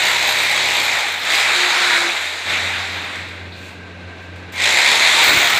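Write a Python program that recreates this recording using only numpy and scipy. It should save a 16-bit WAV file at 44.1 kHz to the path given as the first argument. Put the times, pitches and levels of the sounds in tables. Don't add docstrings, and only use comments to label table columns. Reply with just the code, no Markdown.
import sys
import numpy as np
from scipy import signal
from scipy.fft import rfft, irfft
from scipy.io import wavfile
from scipy.ndimage import uniform_filter1d

SR = 44100
rng = np.random.default_rng(int(sys.argv[2]) if len(sys.argv) > 2 else 0)


def persist_wave(psi):
    counts = np.round(np.clip(psi, -1, 1) * 32767).astype(np.int16)
    wavfile.write(sys.argv[1], SR, np.atleast_2d(counts).T)


def invert_db(x):
    u = np.asarray(x, float) / 20
    return 10 ** u


N = 246519
T = np.arange(N) / SR

# frequency in Hz, level in dB rms.
HUM = [(89.4, -39), (178.8, -48), (298, -55)]
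# frequency in Hz, density in dB per Hz.
AIR_SPECTRUM = [(130, -30), (220, -4.5), (450, -6), (870, -10.5), (1300, -13.5), (2000, -10), (2700, -10.5),
                (3050, -19), (4000, -16), (4700, -26), (5600, -30.5), (7400, -34), (9200, -43),
                (15500, -59)]
RUMBLE_SPECTRUM = [(30, -38), (50, -27), (70, -8), (90, 4), (120, -4.5), (180, -6), (240, -13), (300, -38)]
AIR_DB, RUMBLE_DB = -39.5, -50
WHINE_HZ, WHINE_WIDTH_HZ, WHINE_DB = 1570, 110, -47
DUCKED_DB, DEEP_DB, OPEN_DB = -7.5, -4, 1.54
LULL_S, LULL_LENGTH_S, LULL_RISE_S, LULL_FALL_S = 2.445, 2.12, 0.025, 0.3

# frequency in Hz, t60 in seconds.
ROOM = [(250, 0.26), (2000, 0.63), (8000, 0.8), (15000, 0.24)]

# start in seconds, length in seconds, pitch in Hz, level in dB.
BLOW_BUZZ = [
    (1.44, .06, 331, -41),
    (1.54, .18, 356.5, -37.5),
    (1.76, 0.14, 355, -38),
    (1.91, 0.197, 344, -37),
]

# peak in seconds, rise in seconds, fall in seconds, level in dB.
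SCUFFS = [
    (3.57, .1, .3, -64.5),
    (3.68, .25, 0.16, -55.5),
    (4.226, .13, .2, -66),
    (4.36, .01, .2, -66),
]
SCUFF_SWELL_DB = 25
# frequency in Hz, density in dB per Hz.
SOLE_SPECTRUM = [(1500, 2), (2500, 15.5), (3000, 5.5), (4000, 7), (5500, -3), (7500, -0.5), (10000, -13),
                 (15000, -14), (15600, -18)]
# time in seconds, peak in dB, t60 in seconds.
CLICKS = [
    (3.1559, -32, 0.073),
    (3.2861, -37, 0.06),
    (4.3611, -48, 0.06),
]
TRIGGER_S, TRIGGER_DB, TRIGGER_T60_S = 4.5225, -42, 0.16
CORD_S, CORD_DB, CORD_T60_S = 3.5192, -38, 0.15
# frequency in Hz, density in dB per Hz.
TRIGGER_SPECTRUM = [(1500, -30), (4000, -6), (7500, 0), (10300, -10), (13000, -5), (15600, -9)]
JOLT_SPECTRUM = [(40, -30), (120, -8), (200, -2), (350, 0), (500, -5), (800, -20)]
# time in seconds, peak in dB, pitch in Hz.
JOLTS = [(5.281, -36, 110), (5.294, -29, 95), (5.321, -33, 140), (5.347, -26, 150), (5.374, -21, 120),
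         (5.446, -35, 110), (5.477, -33, 150), (5.549, -31, 110), (5.568, -34, 120)]

# time in seconds, casing and gears in dB, depth of the bit in its hole 0-1.
COURSE = [(0, -16.5, 0.34), (.5, -17.5, 0.2), (.55, -17, 0.05), (.96, -18, 0.3), (1.2, -23.5, 0.44),
          (1.34, -15, 0.6), (1.5, -17.5, 0.86), (1.98, -16.5, 1), (2.14, -21, 0.6), (2.435, -25.5, 0.25),
          (2.505, -18.5, 0.4), (3.15, -28, 0.7), (3.47, -40, .35), (4.525, -36, 0.1), (4.57, -25, 0),
          (4.63, -14.5, 0), (5.3, -13.5, 0.5), (5.59, -17, 0.6)]
# time in seconds, blows per second, hardness of the blows.
BLOWS = [(0, 63, .6), (.82, 62.8, .6), (.98, 53, .45), (1.16, 52, .45), (1.42, 66, .5), (1.6, 71, .4),
         (2.1, 69, .2), (2.45, 55, .12), (3.5, 25, .1), (4.52, 40, .5), (4.63, 54, 1.1), (4.86, 71, .9),
         (5.0, 76.5, .55), (5.2, 78.5, .6), (5.3, 75, .75), (5.46, 69, .7), (5.59, 67, .7)]
STRUCK_S = (0.274, 4.691)
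NEW_HOLE_S = 4
FULL_DB = -17
STILL_S, DIE_DB_PER_S = 3.47, 200
LIFT_S, LIFT_LENGTH_S, LIFT_RISE_S, LIFT_FALL_S = 2.43, 1.5, 0.04, 0.1
# low edge in Hz, high edge in Hz.
ZONE_EDGES = [(1500, 5000), (300, 1500), (5000, 9500), (10000, 15500)]
ZONE_CENTRES_HZ = [2800, 800, 7000, 12500]
# level in dB, dB at full depth, dB per dB of slowing,
# dB once lifted.
ZONE_LOADS = [(-9, -0.1, 0.0, -1), (-12.5, 0.5, 0.37, -2.5), (-27, 0.7, .17, -3.5)]
# frequency in Hz, density in dB per Hz.
CASING = [(60, -55), (100, -26), (160, -31.5), (350, -17), (900, -8), (1200, -9.5), (2140, 0), (2940, -6.5),
          (3710, -3), (5540, -17), (7450, -16.5), (10300, -30.5), (11600, -31), (15500, -39)]
# frequency in Hz, width in Hz, boost in dB.
HOLLOWS = [(865, 50, -1), (2274, 390, 8.5), (3820, 570, 4.5), (7120, 1100, 2.5)]
# frequency in Hz, share of the noise per unit hardness.
BLOW_SHARE = [(300, .25), (2000, .45), (6000, .6), (12000, 1.0)]
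HOLE_HZ, HOLE_WIDTH_HZ, HOLE_DB, HOLE_DEEP_DB = 1400, 230, -2.5, 10
GRIP_HZ, GRIP_WIDTH_HZ = 2200, 260
GRIP_DB, GRIP_DEEP_DB, GRIP_HARD_DB, GRIP_LIFTED_DB = -5, 0.9, 3.5, 0.5

# frequency in Hz, width in Hz.
BIT = [(11550, 350), (13400, 3200)]
# start in seconds, length in seconds, shank and tip in dB against the casing.
CHATTER = [(-.05, .6, -45, -31), (.06, .06, -31, -37), (.26, 0.26, -36, -32), (.6, .4, -44, -33),
           (.72, 0.14, -28, -36), (1.06, .19, -31, -30), (1.28, 0.11, -40, -31), (2.12, .22, -33, -46),
           (2.45, .3, -36, -57), (2.899, .15, -44, -34), (4.68, .5, -47, -45), (5.2, .4, -31, -29)]
CHATTER_EDGE_S = 0.03
# start in seconds, length in seconds, level in dB, slope in dB per second.
SQUEAL = [
    (-.1, 1.45, -56, 2),
    (5.196, 1, -30, -22),
]
# frequency in Hz, density in dB per Hz.
TIP_SPECTRUM = [(9000, -36), (11000, -24), (13500, -17), (14800, -9), (15300, 2), (15460, 0), (15700, -5)]
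# multiple of the blow rate, dB at first, dB once the bit is seated.
SHAKE = [(1, -62, -60), (2, -46, -60), (3, -50, -47), (4, -54, -56), (5, -54, -47), (6, -46, -47),
         (8, -48, -49), (9, -47, -45), (10, -47, -43), (11, -46, -50), (12, -46, -41), (13, -43, -49),
         (14, -46, -50), (15, -43, -44), (16, -43, -49)]
SEATED_S = 1.1
# start in seconds, length in seconds, level in dB.
PRESSED = [
    (-.1, 1.03, 0),
    (1.0, .3, -11),
    (1.35, .77, -8),
    (4.76, .9, 1),
]
# frequency in Hz, level in dB at full load.
TILES = [(610, -46.5), (690, -44), (770, -44), (830, -41), (925, -40.5), (1010, -49), (1160, -57)]


def evened(x):
    return x / np.sqrt(np.mean(x ** 2) + 1e-20)


def noise():
    return rng.standard_normal(N)


def read(points, hz):
    f, value = np.transpose(points)
    return np.interp(np.log(hz + 1), np.log(f + 1), value)


def along(rows, t):
    s, *columns = np.transpose(rows)
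    return [np.interp(t, s, c) for c in columns]


def held(start, length, rise, fall):
    return np.clip(np.minimum((T - start) / rise, 1 - (T - start - length) / fall), 0, 1)


def dip(hz, centre_hz, width_hz):
    return 1 / (1 + ((hz - centre_hz) / width_hz) ** 2)


def coloured(x, points):
    hz = np.fft.rfftfreq(N, 1 / SR)
    padded = [(1, -120)] + list(points) + [(SR / 2, -120)]
    return evened(irfft(rfft(x) * invert_db(read(padded, hz)), N))


def resonate(x, hz, width_hz):
    turn = np.exp(2j * np.pi * np.cumsum(hz * np.ones(N)) / SR)
    r = np.exp(-np.pi * width_hz / SR)
    smooth = signal.lfilter([1], np.convolve([1, -r], [1, -r]), x / turn)
    return evened((turn * smooth).real)


def wander(per_s):
    return evened(signal.lfilter(*signal.butter(1, per_s / SR), noise()))


def room(x):
    hz, t, z = signal.stft(rng.standard_normal(SR // 2), SR, nperseg=256)
    tail = signal.istft(z * invert_db(-60 * t / read(ROOM, hz)[:, None]), SR, nperseg=256)[1]
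    return signal.fftconvolve(x, np.r_[np.zeros(200), tail] / np.linalg.norm(tail))[:N]


def background():
    hum = sum(invert_db(db + 1 + 1.8 * wander(5.3)) * np.sin(2 * np.pi * hz * T) for hz, db in HUM)
    air = invert_db(AIR_DB + 0.5 * wander(10)) * coloured(noise(), AIR_SPECTRUM)
    rumble = invert_db(RUMBLE_DB) * coloured(noise(), RUMBLE_SPECTRUM)
    whine = invert_db(WHINE_DB + 1.0 * wander(25)) * resonate(noise(), WHINE_HZ, WHINE_WIDTH_HZ)
    ducked_db = DUCKED_DB + DEEP_DB * np.clip(along(COURSE, T)[1], 0, 1)
    lull = held(LULL_S, LULL_LENGTH_S, LULL_RISE_S, LULL_FALL_S)
    return (hum + air + rumble + whine) * invert_db(ducked_db + (OPEN_DB - ducked_db) * lull)


def scuffs(grit):
    swell = 0
    for s, rise, fall, db in SCUFFS:
        swell += invert_db(db - SCUFF_SWELL_DB * np.maximum((s - T) / rise, (T - s) / fall))
    return swell * invert_db(15.5 + 1.1 * wander(200)) * grit


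def click_decay(s, db, t60):
    return invert_db(db - 60 * np.maximum(T - s, 0) / t60) * (T >= s)


def clicks(grit):
    hits = sum(click_decay(*row) for row in CLICKS) * grit
    tap = click_decay(CORD_S, CORD_DB, CORD_T60_S) * resonate(grit, 4000, 1500)
    snap = click_decay(TRIGGER_S, TRIGGER_DB, TRIGGER_T60_S) * coloured(noise(), TRIGGER_SPECTRUM)
    dry_clicks = hits + tap + snap
    return dry_clicks + invert_db(0.5) * room(dry_clicks)


def jolts():
    swings = 0
    for s, db, hz in JOLTS:
        swing = np.sin(2 * np.pi * (hz * (T - s) + rng.random()))
        swings += invert_db(db) * np.exp(-((T - s) * hz * 1.9) ** 2) * swing
    rumble = invert_db(-31) * np.exp(-((T - 5.34) / 0.09) ** 2) * coloured(noise(), JOLT_SPECTRUM)
    return swings + rumble


def small_sounds():
    grit = coloured(noise(), SOLE_SPECTRUM)
    return scuffs(grit) + clicks(grit) + jolts()


def blow_buzz():
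    source = noise()
    buzz = 0
    for s, length, hz, db in BLOW_BUZZ:
        tone = resonate(source, hz, 9.2) + invert_db(-5) * resonate(source, 2 * hz, 29)
        buzz += invert_db(db) * held(s, length, 0.025, 0.034) * tone
    return invert_db(2.0 * wander(30)) * buzz


def floor_shake(turns):
    shake = 0
    for k, db, seated_db in SHAKE:
        level_db = np.where(T < SEATED_S, db, seated_db) + (1.5 + 0.15 * k) * wander(10)
        shake += invert_db(level_db) * np.sin(2 * np.pi * (k * turns + rng.random()))
    return shake * sum(invert_db(db) * held(s, length, 0.063, 0.075) for s, length, db in PRESSED)


def loose_tiles(blows, rumble_db):
    rings = 0
    for hz, db in TILES:
        rings += invert_db(db + 4 * wander(14)) * resonate(blows, hz * (1 + 0.025 * wander(5)), 40)
    return rings * invert_db(rumble_db + 25.5)


def bit_ring(blows, casing_db):
    rings = 0
    for s, length, *db in CHATTER:
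        rings = rings + np.outer(invert_db(np.array(db)), held(s, length, CHATTER_EDGE_S, CHATTER_EDGE_S))
    rings = rings * invert_db(casing_db)
    return sum(ring * invert_db(2.0 * wander(13)) * resonate(blows, hz, width) for ring, (hz, width) in zip(rings, BIT))


def tip_squeal(ticks):
    level = 0
    for s, length, db, slope_db in SQUEAL:
        level += held(s, length, 0.05, 0.05) * invert_db(db + slope_db * np.maximum(T - s, 0))
    return level * coloured(ticks, TIP_SPECTRUM)


def hammer(rate):
    turns = np.cumsum(rate * (1 + 0.01 * wander(30))) / SR
    first, second = np.interp(STRUCK_S, T, turns) % 1
    turns += 1 - np.where(T < NEW_HOLE_S, first, second)
    chance = rng.standard_normal((600, 2))[turns.astype(int)]
    size, rebound = invert_db(2.0 * chance[:, 0]), invert_db(2.5 * chance[:, 1])
    since = turns % 1 / rate
    late = since - 0.0055
    burst = size * np.exp(-since / 0.004)
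    burst += 0.74 * rebound * (late > 0) * np.exp(-abs(late) / 0.0012)
    contact = size * (np.exp(-since / 0.0009) + 0.18)
    return turns, evened(burst * noise()), contact * noise()


def zone_levels(t, depth, lifted):
    casing_db = along(COURSE, t)[0]
    casing_db -= DIE_DB_PER_S * np.maximum(t - STILL_S, 0) * (t < TRIGGER_S)
    zones_db = [casing_db]
    for db, deep_db, slowing, lifted_db in ZONE_LOADS:
        load_db = db + deep_db * depth + slowing * (casing_db - FULL_DB) + lifted_db * lifted
        zones_db.append(casing_db + load_db)
    return zones_db


def casing(blows, hard):
    source = noise() * invert_db(0.4 * wander(90))
    hz, t, roar = signal.stft(source, SR, nperseg=256, noverlap=192)
    struck = signal.stft(blows, SR, nperseg=256, noverlap=192)[2]
    hard, lifted = np.interp(t, T, hard), np.interp(t, T, held(LIFT_S, LIFT_LENGTH_S, LIFT_RISE_S, LIFT_FALL_S))
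    depth = along(COURSE, t)[1]
    share = np.clip(read(BLOW_SHARE, hz)[:, None] * hard, 0, 1)
    z = np.sqrt(1 - share) * roar + np.sqrt(share) * struck

    shape_db = read(CASING, hz) + sum(db * dip(hz, f, w) for f, w, db in HOLLOWS)
    zones_db = zone_levels(t, depth, lifted)
    lack_db = []
    for db, (lo, hi) in zip(zones_db, ZONE_EDGES):
        power = np.sum(invert_db(2 * shape_db[(hz > lo) & (hz < hi)]) / len(hz))
        lack_db.append(db - 10 * np.log10(power))
    centres = np.log(ZONE_CENTRES_HZ)
    order = np.argsort(centres)
    blend = np.array([np.interp(np.log(hz + 1), centres[order], order == k) for k in range(4)])
    patches = uniform_filter1d(rng.standard_normal(z.shape), size=4, axis=0)
    patches = evened(uniform_filter1d(patches, size=50, axis=1))
    z *= invert_db(shape_db[:, None] + blend.T @ np.array(lack_db) + 1.15 * patches)

    z *= invert_db(np.outer(dip(hz, HOLE_HZ, HOLE_WIDTH_HZ), HOLE_DB + HOLE_DEEP_DB * depth))
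    grip_db = GRIP_DB + GRIP_DEEP_DB * depth + GRIP_HARD_DB * hard + GRIP_LIFTED_DB * lifted
    z *= invert_db(np.outer(dip(hz, GRIP_HZ, GRIP_WIDTH_HZ), grip_db))
    body = signal.istft(z, SR, nperseg=256, noverlap=192)[1][:N]
    return body, np.interp(T, t, zones_db[0]), np.interp(T, t, zones_db[1])


def drill():
    rate, hard = along(BLOWS, T)
    turns, blows, ticks = hammer(rate)
    blows = evened(blows + invert_db(-2.5) * room(blows))
    body, casing_db, rumble_db = casing(blows, hard)
    floor = floor_shake(turns) + loose_tiles(blows, rumble_db)
    return floor + bit_ring(blows, casing_db) + tip_squeal(ticks) + body


def scene():
    return (background() + small_sounds() + blow_buzz() + drill())[None]


def top_cut(x):
    return signal.sosfilt(signal.butter(12, 16520, fs=SR, output="sos"), x)


def record(dry):
    cut = signal.lfilter(*signal.butter(2, 2 * 40 / SR, "high"), dry)
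    limited = np.tanh(cut / 1.05) * 1.05
    edge = signal.firwin(1601, 15530, window=("kaiser", 9), fs=SR)
    mix = signal.oaconvolve(limited, edge[None], "same")
    return top_cut(mix)


dry = scene()
out = record(dry)
persist_wave(out)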